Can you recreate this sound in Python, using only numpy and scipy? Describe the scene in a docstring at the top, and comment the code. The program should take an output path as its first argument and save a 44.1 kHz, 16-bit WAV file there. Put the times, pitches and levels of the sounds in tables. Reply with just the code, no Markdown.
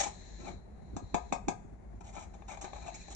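"""Trowel and brick

A steel trowel drags through mortar, taps a brick four times, the first softest, then scrapes mortar away.
Random sand grains shake a bank of blade modes and coloured noise; each tap is a clack, thud, click and ring.
Early echoes and short tails form the brick porch around the work.
Behind it, coloured noise makes the building site's rumble and a thin hiss that comes and goes."""
import sys
import numpy as np
from scipy import signal
from scipy.fft import rfft, irfft
from scipy.io import wavfile

SR = 44100
rng = np.random.default_rng(int(sys.argv[2]) if len(sys.argv) > 2 else 0)


def waveform_to_disk(signal):
    """Save audio, clipped to [-1, 1], as 16-bit WAV at the path in sys.argv[1]."""
    frames = np.transpose(np.atleast_2d(signal))
    scaled = np.clip(frames, -1, 1) * 32767
    samples = np.round(scaled).astype(np.int16)
    wavfile.write(sys.argv[1], SR, samples)


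N = 138915  # samples


def amp(db):
    """Decibels to gain."""
    return 10 ** (np.asarray(db) / 20)


def unit(x):
    """Scales to rms 1."""
    return x / np.sqrt(np.mean(x ** 2) + 1e-20)


def read(points, hz):
    """Reads a table on a log-frequency axis."""
    f, value = np.transpose(points)
    return np.interp(np.log(hz + 1), np.log(f + 1), value)


def add(mix, s, sound):
    """Mixes a sound in at time s, trimmed to fit."""
    at = round(s * SR)
    sound = sound[max(-at, 0):]
    part = mix[max(at, 0):][:len(sound)]
    part += sound[:len(part)]


def through(x, response):
    """Plays x through an impulse response."""
    return signal.fftconvolve(x, response)[:N]


def colour(points, size=4096):
    """Minimum-phase impulse response of energy 1 with the given spectrum shape."""
    log_gain = np.log(amp(read(points, abs(np.fft.fftfreq(size, 1 / SR)))))
    spectrum = np.exp(np.conj(signal.hilbert(log_gain)))
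    response = np.fft.ifft(spectrum).real[:size // 2]
    return response / np.linalg.norm(response)


def drift(seconds):
    """Smooth random curve of rms 1; longer seconds wander more slowly."""
    hz = np.fft.rfftfreq(N, 1 / SR)
    smoothing = (1 + (2 * hz * seconds) ** 2) ** 2
    return unit(irfft(rfft(rng.standard_normal(N)) / smoothing, N))


def lean(pair, points):
    """Pans each band left or right, keeping the mean power gain at 1."""
    side = read(points, np.fft.rfftfreq(N, 1 / SR))
    gains = amp([side / 2, -side / 2])
    return irfft(rfft(pair) * gains / np.sqrt((gains ** 2).mean(0)), N)


# spectrum of the site air: f/Hz, relative level/dB per Hz
SITE_COLOUR = [(15, -20), (30, -14), (52, 3.5), (70, -6), (130, -14), (200, -9.5), (280, -23), (370, -18.5),
               (520, -26), (750, -21.5), (1200, -36.5), (2200, -39.5), (3000, -55), (10000, -59)]
# what left and right share: f/Hz, correlation (0 to 1)
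SITE_SAME = [(50, 0.89), (130, 0.49), (250, 0.18), (600, 0.032)]
# stereo balance of the site: f/Hz, left minus right level/dB
SITE_BALANCE = [(60, 1), (200, -0.5), (800, 9.5), (4000, 1.5)]
SITE_DB, SITE_FLUTTER_DB, SITE_FLUTTER_S = -49, 1.25, 0.02  # rms level, flutter depth and pace


def site():
    """Low rumble of distant machines under quiet outdoor air: partly shared stereo noise with a fast flutter."""
    hz = np.fft.rfftfreq(N, 1 / SR)
    a, b = rfft(rng.standard_normal((2, N)))
    same = np.clip(read(SITE_SAME, hz), 0, 1)
    right = same * a + np.sqrt(1 - same ** 2) * b
    air = irfft(np.array([a, right]) * amp(read(SITE_COLOUR, hz)), N)
    swell = amp(SITE_FLUTTER_DB * drift(SITE_FLUTTER_S))
    return amp(SITE_DB) * unit(lean(air, SITE_BALANCE) * swell)


# fader moves of the hiss, before flutter and left boost: t/s, narrow band level/dB, broad part level/dB
HISS_LEVEL = [(0, -57, -39.5), (.13, -67.5, -66), (0.499, -65, -63), (.59, -74.5, -79.5), (0.681, -88, -88),
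              (1.101, -71, -74.5), (1.303, -76, -73), (1.449, -110, -93), (2.501, -85, -76),
              (2.652, -68, -66.5), (3.15, -64.5, -64)]
# narrow centre of the hiss: f/Hz, relative level/dB
HISS_BAND = [(3000, -38.5), (3650, 4.5), (3950, 19.5), (4150, 19.5), (4500, 1), (5200, -85)]
# broad part of the hiss: f/Hz, relative level/dB
HISS_BROAD = [(300, -11.5), (850, 9), (1300, -16), (1700, 11.5), (2300, 5.5), (2950, -4), (3800, 3.5),
              (5000, -2.5), (5700, 4), (7100, 11), (7900, -12.5), (9000, -58), (11000, -57.5)]
HISS_LEFT_DB = 5.5  # left channel louder than right


def hiss(flutter_db=1.0, flutter_s=0.0099):
    """A thin distant hiss, narrow and broad noise together, swells, flutters and fades."""
    s, band_db, broad_db = np.transpose(HISS_LEVEL)
    t, out = np.arange(N) / SR, np.zeros((2, N))
    for level_db, shape in ((band_db, HISS_BAND), (broad_db, HISS_BROAD)):
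        noise = np.array([through(n, colour(shape)) for n in rng.standard_normal((2, N))])
        out += amp(np.interp(t, s, level_db)) * noise
    flutter = amp(flutter_db * drift(flutter_s))
    return out * flutter * amp([[HISS_LEFT_DB], [0]])


# stroke attack before the length-dependent part, its extra share of the length, and release time constant
STROKE_RISE_S, SWELL_SHARE, STROKE_FALL_S = 0.0012, 0.095, 0.0016


def pressure(start, length):
    """Force of one stroke: rise (slower for long strokes), hold, quick release."""
    t = np.arange(N) / SR - start
    rise = np.clip(t / (STROKE_RISE_S + SWELL_SHARE * length), 0, 1)
    return rise * np.exp(-np.maximum(t - length, 0) / STROKE_FALL_S)


GRAIN_SPREAD_DB, CATCH_DB, CATCH_S = 2.5, 2.5, 0.0056  # grain size spread; clumping depth and pace


def grains(per_s):
    """Sand grains of uneven size slipping in clumps: random signed clicks of overall rms 1."""
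    size_db = GRAIN_SPREAD_DB * np.minimum(rng.exponential(1, N), 4)
    sizes = amp(size_db) * rng.choice([-1, 1], N)
    slips = rng.random(N) < per_s / SR
    return unit(sizes * slips * amp(CATCH_DB * drift(CATCH_S)))


# blade modes, before pitch, ring and choke are applied: f/Hz, relative level/dB, t60/s
BLADE = [(696, 2.5, 0.19), (830, -19, 0.066), (868, -11, 0.12), (977, -6, 0.19), (1178, -15, 0.15),
         (1232, -9, 0.18), (1476, -18.5, 0.14), (1615, -27, 0.15), (2232, -6.5, 0.077), (2505, -6, 0.072),
         (5370, -19, 0.27), (7000, -10, 0.087)]
CHOKE_S = .06  # the blade settles on the brick, which chokes its ring
FAVOUR_DB_PER_OCTAVE = 5.5  # modes far from the favoured pitch ring less


def blade(pitch=1, ring=1, favoured_hz=None):
    """Steel blade modes damped by wet mortar; the spot that is struck favours the modes near one pitch."""
    t = np.arange(SR // 4) / SR
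    hz, db, t60 = np.transpose(BLADE)[:, :, None]
    if favoured_hz:
        db = db - FAVOUR_DB_PER_OCTAVE * abs(np.log2(hz / favoured_hz))
    decay = np.exp(-np.log(1000) * t / (t60 * ring))
    modes = amp(db) * decay * np.sin(2 * np.pi * hz * pitch * t)
    return modes.sum(0) * np.exp(-(t / CHOKE_S) ** 2)


# blade strokes through mortar: t/s, length/s, chatter level/dB, sand grit level/dB, wet slop level/dB
STROKES = [(-.004, 0.02, -36, -34, -51.5), (0.03, 0.016, -36, -38, -49), (0.057, 0.027, -48, -49.5, -47),
           (0.387, 0.13, -58, -70, -51.5), (0.455, 0.035, -46.5, -61, -48.5),
           (2.005, 0.0082, -54, -61.5, -58), (2.038, 0.065, -56.5, -63.5, -87),
           (2.124, 0.12, -52.5, -60.5, -69.5), (2.161, 0.033, -52.5, -63, -59.5),
           (2.21, 0.025, -55.5, -77, -69.5), (2.336, 0.014, -52, -65, -67), (2.477, 0.071, -49, -58, -66.5),
           (2.611, 0.019, -48, -50, -62), (2.637, 0.027, -47, -74, -56), (2.725, 0.15, -55.5, -68.5, -62),
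           (2.861, 0.04, -53, -59.5, -61), (2.945, 0.0195, -50.5, -56.5, -66),
           (3.101, 0.029, -53, -54.5, -59.5)]
# the bare blade edge skids over concrete: t/s, length/s, level/dB
SKIDS = [(.0, 0.047, -47), (2.94, 0.016, -47), (2.954, 0.077, -63.5)]
# colour of the blade chatter: f/Hz, relative level/dB
CHATTER = [(60, -53.5), (220, -9), (420, -24.5), (520, -5.5), (650, 6.5), (820, 6), (980, 3.5), (1090, -33),
           (1230, 2), (1400, -18), (1650, -9.5), (1950, -19.5), (2300, -2), (2620, -11.5), (2850, -37),
           (3700, -16), (5000, -30), (9000, -62.5)]
# colour of the sand grit: f/Hz, relative level/dB
GRIT = [(800, -13), (2400, -10.5), (3600, -4.5), (4900, -12.5), (5500, -4), (6800, 2.5), (7500, 0.5),
        (8300, -9), (9200, -23), (11000, -81.5)]
# colour of the skidding edge: f/Hz, relative level/dB
SKID = [(1800, -20), (2300, -1), (2600, 0), (2900, -27), (4000, -24), (5100, -12), (5550, -6.5),
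        (6100, -11.5), (6700, 1.5), (7250, -7), (7800, -10), (10000, -54)]
# colour of wet mortar: f/Hz, relative level/dB
SLOP = [(40, -17), (110, -8), (200, 2.5), (380, -0.5), (520, -7.5), (1200, -31.5), (9000, -96)]
FLEX_DELAY_S, FLEX_S = 0.001166, 0.0302  # the blade flexes, so its resonances wander: rms depth and pace
LUMP_DB, LUMP_S = 2.5, 0.011  # lumps in the mortar make the drag uneven: depth and pace
PRESSED_PITCH, PRESSED_RING = 1.206, 0.092  # factors on the mode pitches and t60s under load


def scrapes(sand_per_s=2000, stones_per_s=650, slop_per_s=900, skid_per_s=8000, pressed_db=-34):
    """Fine sand hisses, coarse grains catch and shake the flexing blade, wet mortar slops, the edge skids."""
    sand, stones, n = grains(sand_per_s), grains(stones_per_s), np.arange(N)
    power = sum((amp(levels_db)[:, None] * pressure(start, length)) ** 2
                for start, length, *levels_db in STROKES)
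    chatter, grit, slop = np.sqrt(power)

    body = amp(pressed_db) * blade(PRESSED_PITCH, PRESSED_RING)
    add(body, 0, colour(CHATTER))
    lumps = unit(amp(LUMP_DB * drift(LUMP_S)))
    shaken = through(chatter * stones * lumps, body)
    # a wandering read position bends the pitch
    flexed = np.interp(n + FLEX_DELAY_S * SR * drift(FLEX_S), n, shaken)

    skid_force = sum(amp(db) * pressure(start, length) for start, length, db in SKIDS)
    skidding = through(skid_force * grains(skid_per_s), colour(SKID))
    gritty = through(grit * sand, colour(GRIT))
    wet = through(slop * grains(slop_per_s), colour(SLOP))
    return flexed + gritty + skidding + wet


# the edge judders on the brick: t/s, length/s, f/Hz before waver, level/dB before roughness
JUDDERS = [(0, 0.011, 799, -30), (0.055, 0.02, 838, -36.5), (2.494, .018, 2285, -50),
           (2.863, 0.03, 2520, -53), (2.876, .02, 679.4, -41.5)]


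def judders(waver=0.0473, waver_s=0.001465, rough_db=3):
    """The edge sticks and slips in step with one bend of the blade: a short, rough squawk."""
    wavering_time = np.cumsum(1 + waver * drift(waver_s)) / SR
    rough = unit(amp(rough_db * drift(waver_s)))
    squawks = sum(amp(db) * pressure(start, length) * np.sin(2 * np.pi * hz * wavering_time)
                  for start, length, hz, db in JUDDERS)
    return rough * squawks


# soft bumps of hand and brick in the mortar bed: t/s, level/dB before the knock and push trims
BUMPS = [(.54, -15.5), (.935, -12), (1.026, -12), (1.65, -17.5), (1.727, -20), (1.945, -19)]
# colour of the dull brick thud, also under the taps: f/Hz, relative level/dB
THUD = [(30, -16), (110, -20.5), (175, 1.5), (230, 1), (330, -4.5), (600, -22.5), (2000, -47.5),
        (9000, -92)]


def bumps(hz=95, decay_s=0.033, knock_db=-8, push_db=-28):
    """A dull knock and a low push, a decaying sine, into the mortar bed."""
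    out, knock = np.zeros(N), colour(THUD)
    t = np.arange(len(knock)) / SR
    push = np.sin(2 * np.pi * hz * t) * np.exp(-t / decay_s)
    bump = amp(knock_db) * knock + amp(push_db) * push
    for s, db in BUMPS:
        add(out, s, amp(db) * bump)
    return out


# colour of the clack: f/Hz, relative level/dB
CLACK = [(100, -30.5), (330, -12.5), (450, -7), (530, -7), (680, 5), (820, 5.5), (1050, -8.5), (1230, -5),
         (1370, -41), (1620, -5.5), (1900, -22), (2350, -11), (2600, -14.5), (2900, -33), (3600, -15),
         (5000, -65), (9000, -58.5)]
# colour of the steel click: f/Hz, relative level/dB
CLICK = [(800, 4), (2500, -28.5), (4500, -7.5), (5700, -8.5), (6400, 3.5), (7500, 0), (8300, -13.5),
         (9000, -27.5), (11000, -70)]
CLACK_DB, CLICK_DB = -5.5, -15  # layer trims, added to each event's level
RATTLE_S, RATTLE_DB = 0.0058, -4  # rattle decay constant; its level against the blow in the clack
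CONTACT_S = 0.00078  # the blow peaks this long after the steel first touches


def contact(s, clack_db, click_db):
    """Steel meets brick: one blow and a brief rattle on the grit, heard as a clack and a click."""
    clack, click = np.zeros((2, N))
    t = np.arange(SR // 20) / SR
    rattle = rng.standard_normal(len(t)) * np.exp(-t / RATTLE_S)
    rattle /= np.linalg.norm(rattle)
    blow = (t == 0) + amp(RATTLE_DB) * rattle
    add(clack, s + CONTACT_S, amp(CLACK_DB + clack_db) * blow)
    add(click, s, amp(CLICK_DB + click_db) * rattle)
    return through(clack, colour(CLACK)) + through(click, colour(CLICK))


# trowel on brick, levels before the layer trims:
# t/s, clack level/dB, brick thud level/dB, steel click level/dB, blade ring level/dB, favoured f/Hz
TAPS = [(0.9659, -11, -4, -6.5, -14, 830), (1.144, 1.5, 3, 2.5, 2.5, 674),
        (1.3243, 2, 0.5, 3.5, -1.5, 2560), (1.4835, -1, 2.5, 3.5, -5.5, 1260)]
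THUD_DB, RING_DB = -7, -32  # layer trims


def taps():
    """Each blow clacks, thuds in the brick and rings the blade."""
    out = np.zeros(N)
    for s, clack_db, thud_db, click_db, ring_db, favoured_hz in TAPS:
        out += contact(s, clack_db, click_db)
        add(out, s + CONTACT_S, amp(THUD_DB + thud_db) * colour(THUD))
        add(out, s, amp(RING_DB + ring_db) * blade(favoured_hz=favoured_hz))
    return out


# the blade nicks the brick while scraping, before trims: t/s, clack level/dB, steel click level/dB
NICKS = [(2.224, -22, -20), (2.343, -27, -27), (2.421, -21.5, -38), (2.572, -15, -16.5), (2.643, -12.5, -6),
         (2.678, -20, -37), (2.732, -13.5, -21), (2.763, -19.5, -17), (2.880, -16, -10.5),
         (3.082, -19, -14)]


def nicks():
    """The scraping blade, too damped to ring, nicks the brick."""
    return sum(contact(*row) for row in NICKS)


# stereo balance of the work: f/Hz, left minus right level/dB
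WORK_BALANCE = [(100, 2), (200, 4.5), (320, 0), (550, 9.5), (900, 13.5), (1660, 9), (2900, 2), (5000, 3.5),
                (7000, -1), (8700, -9)]
# stereo phase of the work: f/Hz, left ahead of right/rad
PORT_PHASE = [(70, -0.5), (250, 3.5), (400, -1.7), (700, -1.4), (1300, -0.6), (2000, 3), (2600, -0.68),
              (3200, 1.97), (5000, 2.12), (6300, -2)]


def ports(pair):
    """The two microphone ports hear the work with different level and phase."""
    lead = read(PORT_PHASE, np.fft.rfftfreq(N, 1 / SR))
    left, right = lean(pair, WORK_BALANCE)
    return np.array([left, irfft(rfft(right) * np.exp(-1j * lead), N)])


# near reflections: delay t/s, left gain, right gain (negative is inverted)
ECHOES = [(.0031, -0.34, -0.078), (.0046, 0.38, -0.29), (.0078, -0.045, 0.047), (0.0107, -0.0017, 0.16),
          (0.027, -0.0029, -0.066), (.036, -0.05, 0.064)]
# decay of the porch tail: f/Hz, t60/s
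PORCH_T60 = [(150, 0.061), (400, 0.17), (1000, 0.22), (2700, 0.18), (7000, 0.16)]
PORCH_DB, FAR_T60_S, FAR_DB = -3, 0.73, -17.5
BUILD_S = 0.0026  # both tails fade in over this time


def porch(x):
    """Direct sound, slab and wall reflections, a short porch tail and a faint one from inside the house."""
    hz, t, z = signal.stft(rng.standard_normal((2, SR // 2)), SR, nperseg=128)
    decay = np.exp(-np.log(1000) * t / read(PORCH_T60, hz)[:, None])
    near = signal.istft(z * decay, SR, nperseg=128)[1][:, :SR // 2]
    t = np.arange(SR // 2) / SR
    far = rng.standard_normal(near.shape) * np.exp(-np.log(1000) * t / FAR_T60_S)
    build = np.clip(t / BUILD_S, 0, 1)
    tails = amp(PORCH_DB) * unit(near * build) + amp(FAR_DB) * unit(far * build)
    room = tails / np.sqrt(len(t))
    for delay, left, right in [(0, 1.0, 1)] + ECHOES:  # the first entry is the direct sound
        add(room[0], delay, np.array([left]))
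        add(room[1], delay, np.array([right]))
    return ports(np.array([through(x, side) for side in room]))


def scene():
    """Trowel work in front of the porch, over the site background."""
    work = scrapes() + judders() + bumps() + taps() + nicks()
    return site() + hiss() + porch(work)


EDGE_HZ = 11000  # top of the audible band


def record(dry):
    """A steep linear-phase low-pass takes off the treble above the band edge."""
    lowpass = signal.firwin(255, EDGE_HZ, window=("kaiser", 8), fs=SR)
    return signal.oaconvolve(dry, lowpass[None], "same")


dry = scene()
out = record(dry)
waveform_to_disk(out)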